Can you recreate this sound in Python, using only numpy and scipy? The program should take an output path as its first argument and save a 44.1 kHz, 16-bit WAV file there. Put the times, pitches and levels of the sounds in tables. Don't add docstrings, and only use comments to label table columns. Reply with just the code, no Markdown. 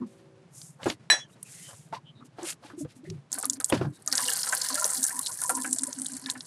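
import sys
import numpy as np
from scipy import signal
from scipy.fft import rfft, irfft, next_fast_len
from scipy.io import wavfile
from scipy.ndimage import uniform_filter1d

SR = 44100
rng = np.random.default_rng(int(sys.argv[2]) if len(sys.argv) > 2 else 0)


def log_audio(samples):
    frames = np.atleast_2d(samples).T
    limited = np.clip(frames, -1, 1)
    pcm = np.round(limited * 32767).astype(np.int16)
    wavfile.write(sys.argv[1], SR, pcm)


def undo_db(level):
    steps = np.asarray(level, float) / 20
    return 10 ** steps


N = 284886
TIME = np.arange(N) / SR

# (start_s, peak_db, pitch_hz)
DROPS = [(3.3175, -19, 7800), (3.328, -10, 7000), (3.3416, -12.5, 10000), (3.3847, -16, 10200),
         (3.4112, -22, 8030), (3.4268, -13, 8500), (3.454, -5, 10600), (3.4976, -3, 7070),
         (3.5326, -18.5, 6180), (3.6012, -12, 10000), (3.61, -30.5, 4200), (3.6435, -2.5, 7830),
         (3.686, -27, 7400), (3.699, -15.5, 9800), (3.443, -25, 4700), (3.611, -22, 10000)]
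# (start_s, peak_db, pitch_hz)
SLAPS = [(4.0612, -18, 9700), (4.0754, -7.5, 6700), (4.1253, -8, 5220), (4.153, -6.5, 7100),
         (4.179, -8, 4970), (4.2045, -11, 8340), (4.2813, -8, 8100), (4.431, -11, 5640),
         (4.4669, -16, 9600), (4.5244, -12.5, 7000), (4.5487, -11, 8750), (4.615, -15, 7800),
         (4.6863, -14, 6200), (4.7431, -10.5, 8910), (4.843, -4, 6250), (4.864, -14.5, 9400),
         (4.9339, -13, 8500), (5.0395, -7, 6900), (5.0645, -12, 9800), (5.1914, -6.5, 9800),
         (5.2614, -16, 4300)]
# (start_s, peak_db, pitch_hz)
LATE_SLAPS = [(5.4167, -7.5, 9700), (5.4369, -8, 9900), (5.4933, -6.5, 8700), (5.62, -11, 8050),
              (5.7023, -30, 8650), (5.7286, -3.5, 7970), (5.7851, -7, 7900), (5.8336, -4, 8900),
              (5.868, -14.5, 7800), (5.9285, -15.5, 6750), (6.0175, -9, 9100), (6.0462, -14, 9100),
              (6.0647, -8, 8900), (6.1341, -16.5, 8100), (6.26, -15.5, 3360), (6.2992, -13.5, 3400),
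              (6.4063, -21, 3700), (6.06, -21, 3650), (6.312, -15, 7500), (6.084, -18, 9200),
              (5.453, -30, 10000), (5.269, -16.5, 3600), (5.793, -21.5, 4560), (6.299, -10.5, 7600),
              (5.026, -20, 9000)]
# (start_s, peak_db, pitch_hz)
DRIPS = [(4.1156, -20, 5100), (4.2307, -18, 8270), (4.2535, -22, 4260), (4.3224, -18, 6950),
         (4.332, -14, 7600), (4.36, -14, 8800), (4.3744, -25, 9250), (4.3984, -37, 8120),
         (4.4946, -26, 7660), (4.5374, -21, 9010), (4.574, -31, 6890), (4.5979, -28, 7800),
         (4.6412, -15.5, 7660), (4.7085, -26, 9090), (4.7538, -12, 6040), (4.8123, -21, 6460),
         (4.8913, -14, 9340), (4.9666, -32, 9770), (4.9911, -20, 9580), (5.03, -7, 8150),
         (5.0714, -25, 8800), (5.094, -19, 8700), (5.145, -23, 9500), (5.1564, -17, 9090),
         (5.23, -14, 9350), (5.2929, -20, 9670), (5.3184, -23, 6270), (5.332, -27, 9850),
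         (5.3732, -18, 9950), (5.3887, -23, 8500), (5.4044, -18, 9800), (5.523, -16, 8550),
         (5.5515, -11, 8050), (5.5832, -19, 8760), (5.602, -17, 9600), (5.6612, -21, 7700),
         (5.6755, -27, 9250), (5.7098, -16, 8350), (5.7615, -14.5, 8060), (5.9975, -17, 8600),
         (6.118, -18, 8100), (6.167, -19, 7980), (6.2158, -30, 8600), (6.376, -27, 8600)]
HITS = DROPS + SLAPS + LATE_SLAPS + DRIPS
# (start_s, peak_db, pitch_hz)
THUMPS = [(3.377, -38.5, 760), (3.432, -35, 1220), (3.6, -38, 1510), (3.698, -37, 556), (4.076, -52, 663),
          (4.126, -36, 1510), (4.187, -34, 1120), (4.467, -35, 1340), (4.524, -27.5, 1574),
          (4.702, -40.5, 1125), (4.849, -32.5, 605), (5.197, -69, 1070), (5.42, -40, 1000),
          (5.496, -27.5, 963), (5.573, -34.5, 954), (5.644, -32, 1660), (6.285, -38.5, 1690),
          (6.352, -43, 1510)]
# (time_s, flow_db, lumpiness_db)
FLOW = [(3.3, -70, 0), (3.34, -35.5, -5), (3.45, -53.5, -15.5), (3.572, -56, -7), (3.59, -106, -17),
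        (3.7, -40, -20), (3.74, -68, -13), (4.04, -66, -1), (4.17, -30.5, -3), (4.3, -32.5, -4.5),
        (4.6, -36, -2), (4.97, -31, -12), (5.12, -37, -27.5), (5.3, -40.5, -4.5), (5.55, -34.5, -58),
        (5.9, -41.5, -11), (6.2, -46, -8), (6.4, -51, -7)]
# (freq_hz, level_db)
FIZZ = [(1990, -14.5), (2510, -41), (2810, -15), (3640, -14), (4220, -3.5), (9370, 7), (15200, -11),
        (16500, -63)]
SPRAY_S = 0.0094


def evened(x):
    return x / np.sqrt(np.mean(x ** 2) + 1e-20)


def peaked(x, db):
    return undo_db(db) * x / abs(x).max()


def add(mix, s, sound):
    part = mix[round(s * SR):][:len(sound)]
    part += sound[:len(part)]


def curves(rows):
    s, *columns = np.transpose(rows)
    return [np.interp(TIME, s, c) for c in columns]


def coloured(x, points):
    f, db = np.transpose(points)
    size = next_fast_len(len(x))
    hz = np.fft.rfftfreq(size, 1 / SR)
    gain = undo_db(np.interp(np.log(hz + 1), np.log(f + 1), db))
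    return irfft(rfft(x, size) * gain, size)[:len(x)]


def resonate(x, hz, width):
    r = np.exp(-np.pi * width / SR)
    return 2 * signal.lfilter([1 - r], [1, -r * np.exp(2j * np.pi * hz / SR)], x).real


def band(x, hz, width):
    return resonate(resonate(x, hz, width), hz, 2 * width)


def body(x, modes):
    total = 0
    for k, (hz, width, db) in enumerate(modes):
        shaken = np.roll(x, 9000 * k)
        total = total + undo_db(db) * evened(resonate(shaken, hz, width))
    return evened(total)


def grainy(per_s, spread_db, decay_s, smooth):
    size = undo_db(spread_db * np.minimum(rng.exponential(1, N), 2.5))
    kicks = size * (rng.random(N) < per_s / SR)
    bursts = signal.lfilter([1], [1, -np.exp(-1 / (decay_s * SR))], kicks)
    return (smooth + evened(bursts)) * rng.standard_normal(N)


def burst(t60, rise_s):
    t = np.arange(6000) / SR
    return rng.standard_normal(6000) * (1 - np.exp(-t / rise_s)) * undo_db(-60 * t / max(t60, .005))


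def whistle(length, hz, width, db):
    x = band(rng.standard_normal(12000), hz, width)[-round(length * SR):]
    return undo_db(db) * evened(x) * np.sqrt(np.hanning(len(x)))


def swell(start, length, crest):
    depth_db, bend = 31, 2.33
    span = slice(max(round((start - length / 2) * SR), 0), round((start + 1.5 * length) * SR))
    u = (TIME[span] - start) / length
    crest = np.clip(crest, .05, .95)
    away = np.where(u < crest, (crest - u) / crest, (u - crest) / (1 - crest))
    return span, u, undo_db(-depth_db * away ** bend)


def aftermath(hits, decay_s):
    kicks = np.zeros(N)
    for s, db, *rest in hits:
        kicks[round(s * SR)] = undo_db(db)
    return signal.lfilter([1], [1, -np.exp(-1 / (decay_s * SR))], kicks)


def bubble(db, hz, t60, rise, attack_s):
    t = np.arange(7000) / SR
    envelope = (1 - np.exp(-t / attack_s)) ** 2 * undo_db(-60 * t / max(t60, .01))
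    return peaked(envelope * np.sin(2 * np.pi * hz * (t + rise * t ** 2)), db)


def background():
    # (freq_hz, level_db per Hz)
    air_colour = [(18, -53), (30, -27), (124, 3), (252, -2.5), (554, -9), (988, -12.5), (10200, -31.5),
                  (16000, -83)]
    # (time_s, level_db)
    engine = [
        (0, -77),
        (.6, -56.5),
        (1.4, -64.5),
        (1.9, -55),
        (2.7, -69),
        (4, -70),
        (5.6, -69.5),
        (6.46, -63),
    ]
    # (pitch_hz, level_db)
    drone = [(328.4, -65.5), (382.2, -61.5), (500.6, -69), (554.5, -67)]
    firings_per_s, first_firing = 16.4, .44
    air = undo_db(-62) * evened(coloured(grainy(per_s=13, spread_db=-4.5, decay_s=0.03, smooth=4), air_colour))
    gate = np.exp(1.6 * np.cos(2 * np.pi * (firings_per_s * TIME + first_firing)))
    wander = evened(uniform_filter1d(uniform_filter1d(rng.standard_normal((2, N)), 900), 900))
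    pipe = np.sin(2 * np.pi * np.cumsum(146 + 14 * wander[0]) / SR) * undo_db(1.4 * wander[1])
    throb = undo_db(curves(engine)[0]) * evened(gate * pipe)
    hum = sum(undo_db(db + 1.0) * np.sin(2 * np.pi * (hz * TIME + rng.random())) for hz, db in drone)
    return air + throb + hum * np.clip((.52 - TIME) / 0.13, 0, 1)


def hands():
    # (freq_hz, level_db)
    hiss_colour = [(2060, -44), (3500, -11), (4540, -8), (4900, -2), (6910, 7.5), (9560, 7.5), (11800, 0.5),
                   (15000, -27)]
    # (freq_hz, level_db)
    rasp_colour = [(760, -49), (1300, -7), (1590, -0.5), (2560, 0.5), (4560, 0), (6000, -5.5), (7800, -20),
                   (13200, -120)]
    # (start_s, length_s, crest 0-1, hiss_db, rasp_db)
    strokes = [(0.056, 0.28, 0, -69, -69.5), (0.508, 0.26, 0.35, -48, -73),
               (0.789, 0.17, 0.67, -48.5, -43.5), (1.268, 0.09, 0.72, -62.5, -76),
               (1.38, 0.56, 0.34, -48.5, -57.5), (1.924, 0.07, 0.3, -59, -47), (2.24, 0.045, 0.4, -61, -69),
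               (2.359, 0.19, 0.26, -61, -54.5), (2.418, 0.13, 0.64, -36.5, -42),
               (2.604, 0.17, 0.33, -63, -57), (2.764, 0.091, 0.49, -48.5, -64.5),
               (2.865, 0.094, 0.49, -66, -60), (2.945, 0.069, 0.27, -60.5, -69),
               (3.035, 0.22, 0, -67.5, -65), (3.704, 0.11, 0.27, -47, -39), (3.794, 0.088, 0.5, -69, -51.5),
               (3.925, 0.055, .45, -60, -68)]
    # (start_s, length_s, pitch_hz, level_db)
    squeaks = [(1.445, 0.055, 2580, -59), (1.507, 0.21, 2000, -61), (1.619, 0.12, 3070, -55),
               (2.047, 0.077, 3120, -54.5), (2.145, 0.078, 3800, -62.5), (3.927, 0.059, 3850, -61),
               (1.318, 0.035, 3800, -65.5), (1.292, 0.018, 2880, -65), (1.292, .022, 1150, -63),
               (.88, 0.026, 6940, -39.5), (3.697, 0.012, 3250, -33), (.01, 0.039, 1020, -48.5),
               (2.201, 0.037, 1186, -53), (3.042, 0.053, 1920, -56.5), (4.28, 0.0098, 2920, -26),
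               (5.224, 0.051, 4050, -42.5)]
    hiss = evened(coloured(grainy(per_s=300, spread_db=3, decay_s=.004, smooth=1.8), hiss_colour))
    rasp = evened(coloured(grainy(per_s=150, spread_db=3, decay_s=.006, smooth=1.2), rasp_colour))
    out = np.zeros(N)
    for *when, hiss_db, rasp_db in strokes:
        span, u, gain = swell(*when)
        out[span] += gain * (undo_db(hiss_db) * hiss[span] + undo_db(rasp_db) * rasp[span])
    for s, length, hz, db in squeaks:
        add(out, s, whistle(length, hz, 210, db - 1.5))
    return out


def shudders(lumps):
    # (start_s, length_s, crest 0-1, level_db)
    shakes = [
        (0.776, 0.09, 0.63, -49),
        (0.856, 0.044, 0.12, -30),
        (0.888, 0.056, 0.45, -43.5),
        (1.099, .11, .05, -36),
        (1.664, 0.097, 0.45, -51.5),
        (1.913, 0.14, 0.08, -62),
        (2.334, 0.22, 0.55, -50),
        (2.616, 0.14, 0.15, -55.5),
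        (3.719, 0.071, 0, -29.5),
        (3.768, 0.15, 0.35, -42.5),
    ]
    wall_colour = [(300, -44.0), (500, -0.5), (800, -2.0), (1200, -6.0), (1700, -7.5), (2500, -40.5)]
    wall = evened(coloured(lumps, wall_colour))
    out = np.zeros(N)
    for *when, db in shakes:
        span, u, gain = swell(*when)
        out[span] += undo_db(db) * gain * wall[span]
    return out


def gulps(lumps):
    # (start_s, length_s, crest 0-1, level_db, pitch_hz)
    lurches = [(0, 0.097, 0, -31, 226.5), (0.858, 0.11, 0.4, -40, 315), (1.101, 0.068, .05, -43.5, 325),
               (1.926, 0.072, 0, -58.5, 188), (2.374, .15, 0.18, -44, 337.3),
               (2.719, 0.15, 0.9, -42, 302.6), (2.826, 0.065, 0.18, -39, 126.4),
               (3.021, 0.22, 0.39, -36.5, 136.2), (3.712, 0.077, 0.4, -43, 301),
               (3.75, 0.0597, 0.7, -41, 152.3), (3.778, 0.19, 0.44, -40.5, 317.7)]
    sag = .1
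    wobble = signal.hilbert(band(lumps, 2000, 35)) * np.exp(-2j * np.pi * 2000 * TIME)
    out = np.zeros(N)
    for *when, db, hz in lurches:
        span, u, gain = swell(*when)
        turns = np.cumsum(hz * (1 - sag * (u - .5))) / SR
        tone = (wobble[span] * np.exp(2j * np.pi * turns)).real
        out[span] += undo_db(db) * gain * evened(tone)
    return out


def knocks():
    # (start_s, peak_db, pitch_hz)
    blows = [(0.017, -42, 258), (0.829, -28, 150), (0.858, -4.5, 325), (0.89, -19.5, 306),
             (1.925, -17, 810), (1.934, -19.5, 960), (2.384, -22, 760), (2.699, -31, 1340),
             (2.734, -31.5, 310), (2.847, -32, 105), (3.722, -5.5, 347), (3.737, -8, 240), (3.811, -8, 360)]
    # (start_s, peak_db, pitch_hz)
    ticks = [(0.615, -33, 4970), (0.841, -32.5, 7800), (0.831, -27, 2460), (0.8996, -16.5, 3460),
             (1.4281, -22.5, 9450), (2.43, -27.5, 7840), (3.0998, -30.5, 5060), (3.724, -12, 1960),
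             (4.0223, -37.5, 9000)]
    out = np.zeros(N)
    for s, db, hz in blows:
        blow = band(burst(0.091, rise_s=0.00057), hz, 1300)
        add(out, s, peaked(resonate(blow, hz, 0.253 * hz) + 0.15 * blow, db - 10))
    for s, db, hz in ticks:
        tick = burst(0.018, rise_s=0.0009)
        add(out, s, peaked(band(band(tick, hz, 3800), hz, 3800), db - 1.5))
    return out


def can():
    lumps = grainy(per_s=50, spread_db=3, decay_s=.012, smooth=1.2)
    return shudders(lumps) + gulps(lumps) + knocks()


def clank():
    # (pitch_hz, level_db, t60_s, beat_hz, partner share; negative starts opposed)
    modes = [(1728, -15, 0.16, 24, -0.38), (3370, -31.5, 0.51, 12.5, -.85), (3984, -6.5, 0.14, 17, -0.28),
             (5416, -24, 0.22, 15, -0.65), (5744, -15.5, 0.2, 11, -0.15), (6350, -30.5, 0.3, 16, -.6),
             (6900, -30.5, 0.25, 23, -0.16), (7725, -28, 0.13, 30, .4), (7903, -18, 0.14, 18, 0.031),
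             (8380, -30, 0.2, 28, -.6), (9512, -35, 0.15, 20, 0.41), (10420, -25, 0.16, 30, 0.3),
             (11180, -29, 0.13, 42, -0.22), (2503, -28, .15, 35, -0.78)]
    start_s = 1.1005
    t, out = np.arange(15000) / SR, np.zeros(N)
    ring = 0
    for hz, db, t60, beat, share in modes:
        tone = undo_db(db - 60 * t / t60) * np.sin(2 * np.pi * (hz * t + rng.random()))
        ring = ring + tone * (1 + share * np.cos(2 * np.pi * beat * t))
    damp = np.clip((.165 - t) / 0.035, 0, 1)
    add(out, start_s, undo_db(-11) * 3 * ring * damp * (1 - np.exp(-t / 0.002)))
    add(out, start_s, peaked(band(burst(0.008, rise_s=0.0003), 2000, 1700), -6))
    add(out, start_s, peaked(band(burst(0.19, rise_s=0.0014), 1780, 240), -14))
    rattle_colour = [(900, -9), (2500, 0), (11000, -19), (12500, -60)]
    add(out, start_s, peaked(coloured(burst(0.25, rise_s=0.0012), rattle_colour), -21.0))
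    add(out, start_s + .1, whistle(.075, 3120, 90, -58))
    add(out, start_s + .138, whistle(.03, 1730, 150, -63))
    for hz, db in (11700, -52), (13400, -58), (14700, -55):
        add(out, start_s, whistle(.04, hz, 90, db))
    return coloured(out, [(150, -23.0), (500, -1.0)])


def glugs():
    # (start_s, peak_db, pitch_hz, t60_s)
    air_pockets = [(2.648, -46.5, 300, 0.043), (2.65, -50.5, 845, 0.072), (2.705, -52, 340, 0.097),
                   (2.736, -41.5, 303, 0.083), (2.778, -36, 340, 0.083), (2.805, -33.5, 282, 0.1),
                   (2.812, -44.5, 607, 0.037), (2.851, -40, 489, 0.045), (2.965, -48.5, 264, 0.047),
                   (2.988, -48.5, 250, 0.15), (3.035, -42.5, 318, 0.051), (3.046, -54, 585, 0.05),
                   (3.074, -41, 368, 0.085), (3.112, -38, 376, 0.07), (3.149, -51, 320, 0.054),
                   (1.934, -33, 900, 0.04), (3.444, -39, 1224, 0.04), (3.377, -40.5, 1534, 0.032),
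                   (3.608, -41, 1270, 0.038), (3.736, -18, 308, 0.013), (.02, -37, 346, 0.069)]
    out = np.zeros(N)
    for s, db, hz, t60 in air_pockets:
        add(out, s - .003, bubble(db, hz, t60, rise=.3, attack_s=.005))
    return out


def plinks():
    # (start_s, peak_db, pitch_hz)
    trapped = [(4.0762, -31, 1210), (4.1295, -28, 1550), (4.182, -30, 1684), (4.2055, -34, 1556),
               (4.2874, -26.5, 1670), (4.3205, -39, 1600), (4.3626, -33, 1530), (4.433, -31.5, 1530),
               (4.468, -30, 1530), (4.5246, -19.5, 1512), (4.6185, -37, 1530), (4.64, -30, 1680),
               (4.6614, -36, 1810), (4.6994, -29, 1088), (4.7515, -29.5, 1650), (4.7723, -25.5, 1377),
               (4.8206, -25, 1378), (4.8594, -34, 1330), (4.8936, -32, 1330), (4.9155, -31, 1307),
               (4.9503, -41, 1380), (5.0425, -31.5, 1650), (5.0853, -33, 1570), (5.103, -30, 1750),
               (5.1638, -39, 1780), (5.1922, -33, 1090), (5.2903, -38, 1440), (5.389, -39, 1660),
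               (5.4155, -31.5, 1450), (5.4396, -37, 1790), (5.4927, -16, 1363), (5.569, -39, 1370),
               (5.5863, -32.5, 1720), (5.6449, -25.5, 1490), (5.6752, -37, 1600), (5.981, -40, 1520),
               (6.2617, -32, 1720), (6.2869, -36.5, 1707), (6.3533, -32.5, 1740)]
    out = np.zeros(N)
    for (s, db, hz), (a, b) in zip(trapped, rng.random((len(trapped), 2))):
        add(out, s, bubble(db - 9, hz, t60=.06 * (.6 + a), rise=.6 * b, attack_s=.002))
        splash = burst(0.074, rise_s=0.0014)
        add(out, s, peaked(band(splash, hz, 360), db - 8.0))
        add(out, s, peaked(sum(band(splash, f, 91) for f in (1380, 1750, 1000, 790)), db - 11.0))
    return out


def bucket():
    # (pitch_hz, width_hz, level_db)
    plate_modes = [(507.5, 26, -6.5), (637, 25, -5.5), (782, 17, -2), (1000, 45, 1.5)]
    # (pitch_hz, width_hz, level_db)
    wall_modes = [(1220, 610, 15.4), (1450, 29, 7.3), (1605, 250, 17.7), ]
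    # (start_s, length_s, level_db)
    hoots = [(3.314, 0.096, -58.5), (3.433, 0.14, -51.5), (3.556, 0.073, -55), (4.059, 0.13, -58),
             (4.216, 0.11, -57.5), (4.695, 0.08, -53), (4.952, 0.1, -53), (5.133, 0.081, -55.5),
             (5.489, 0.15, -46.5), (5.622, 0.15, -46.5), (5.781, 0.15, -47.5), (5.943, 0.14, -47.5),
             (6.084, 0.11, -50), (6.212, 0.12, -50), (6.333, 0.074, -51)]
    # (start_s, length_s, pitch_hz, level_db)
    rings = [(1.945, 0.05, 1000, -47), (2.147, 0.14, 238, -55.5), (3.738, 0.19, 129, -32),
             (4.716, 0.15, 604, -45), (5.11, 0.11, 994, -43), (5.274, 0.056, 1000, -46.5),
             (4.06, 0.043, 650, -51.5), (4.16, 0.042, 615, -49), (4.241, 0.11, 507, -49.5),
             (4.33, 0.06, 1545, -47), (4.702, 0.05, 1000, -46), (4.797, 0.077, 1000, -40),
             (4.489, .07, 1000, -42), (4.221, 0.17, 790, -54.5), (4.616, .07, 1000, -49),
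             (5.48, 0.065, 515, -43.5), (5.757, .03, 680, -53), (5.866, 0.043, 563, -48),
             (5.129, 0.14, 790, -58), (5.41, 0.085, 1000, -41), (5.49, .15, 1000, -41),
             (5.795, 0.15, 985, -51)]
    flow_db, lumpy_db = curves(FLOW)
    on = TIME > FLOW[0][0]
    stir_db = 0.68 * (flow_db + 36) + 0.43 * lumpy_db
    shake = grainy(per_s=25, spread_db=4, decay_s=.025, smooth=.9)
    patter = grainy(per_s=60, spread_db=5, decay_s=.007, smooth=.5)
    plate = undo_db(-53 + stir_db) + undo_db(-13) * aftermath(THUMPS, decay_s=0.031)
    wall = undo_db(-50 + stir_db) + undo_db(-51.5) * aftermath(HITS, SPRAY_S)
    out = on * plate * body(band(shake, 570, 1140), plate_modes)
    out += on * wall * body(band(patter, 1890, 1700), wall_modes)
    for s, length, db in hoots:
        add(out, s, whistle(length, 261.4, 31.3, db + 7.0))
    for s, length, hz, db in rings:
        add(out, s, whistle(length, hz, 47, db))
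    return out


def droplets(lo_hz, hi_hz, count, patchy):
    patch_s, patch_db = .022, 4.2
    knots = patchy * np.arange(0, 7, patch_s)
    fizz = np.zeros(N)
    for hz in np.geomspace(lo_hz, hi_hz, count):
        bursts = grainy(per_s=110, spread_db=4.2, decay_s=.0025, smooth=.3)
        patches = undo_db(patchy * patch_db * np.interp(TIME, knots, rng.standard_normal(len(knots))))
        fizz += band(bursts * patches, hz, 0.37 * hz) / np.sqrt(hz)
    return evened(coloured(fizz, FIZZ))


def spatter():
    per_s = 60
    out, t = np.zeros(N), np.arange(-30, 300) / SR
    for when, size, pitch in rng.random((round(per_s * N / SR), 3)):
        wet_tail = .5 * (t > 0) * np.exp(-t / .002) * rng.standard_normal(len(t))
        shape = np.exp(-(t / .00035) ** 2) + wet_tail
        tone = np.cos(2 * np.pi * (5500 + 5500 * pitch) * t)
        add(out, when * N / SR, undo_db(14 * size ** 2) * shape * tone)
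    return evened(coloured(out, FIZZ))


def spray():
    spray_db, slug_hz = -23.5, 6000
    flow_db, lumpy_db = curves(FLOW)
    slugs = [hit for hit in HITS if hit[2] < slug_hz]
    fine = undo_db(flow_db) + undo_db(spray_db) * aftermath(HITS, SPRAY_S)
    coarse = undo_db(flow_db + lumpy_db) + undo_db(spray_db) * aftermath(slugs, SPRAY_S)
    out = fine * droplets(7950, 21600, count=4, patchy=1)
    out += coarse * droplets(2320, 4220, count=3, patchy=1.25)
    out += undo_db(flow_db - 13) * spatter()
    return (TIME > FLOW[0][0]) * out


def thumps():
    out = np.zeros(N)
    for s, db, hz in THUMPS:
        blow = band(burst(0.089, rise_s=0.0007), hz, 1000)
        ring = evened(resonate(blow, hz, 57)) * np.std(blow)
        add(out, s, peaked(blow + 0.71 * ring, db + 5.5))
    return coloured(out, [(150, -14), (450, -1)])


def slaps():
    out, t = np.zeros(N), np.arange(-60, 200) / SR
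    for s, db, hz in HITS:
        snap = np.exp(-(t / 0.00027) ** 2) * np.cos(2 * np.pi * hz * t)
        add(out, s, undo_db(db - 3) * snap)
        add(out, s, peaked(band(burst(0.012, rise_s=0.0006), hz, 2000), db - 8))
        tail = band(burst(.03, rise_s=.001), .55 * hz + 3800, 2000)
        add(out, s + .0015, peaked(tail, db - 17))
    return coloured(out, [(1500, -8.0), (2700, -14.0), (3600, 3.5), (9000, -2), (16000, -6.0)])


def scene():
    puddle_s = 5.07
    mono = background() + hands() + can() + clank()
    pour = glugs() + plinks() + bucket() + spray() + thumps() + slaps()
    finest = coloured(pour, [(10500, -12.5), (12500, -0.5)])
    mono += pour - np.clip(TIME - puddle_s, 0, .9) * finest
    skew = undo_db(-29.5) * np.roll(mono - 0.78 * np.roll(mono, 1), 37)
    return np.array([mono + skew, mono - skew])


def band_limit(x):
    return signal.sosfilt(signal.butter(12, 16650, fs=SR, output="sos"), x)


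def record(dry):
    # (freq_hz, level_db)
    mic = [(25, -28.5), (60, -4), (100, 2.5), (11500, -0.5), (13000, -6.5), (15800, -5), (16300, -37.5)]
    mix = np.array([coloured(channel, mic) for channel in dry])
    return band_limit(mix)


dry = scene()
out = record(dry)
log_audio(out)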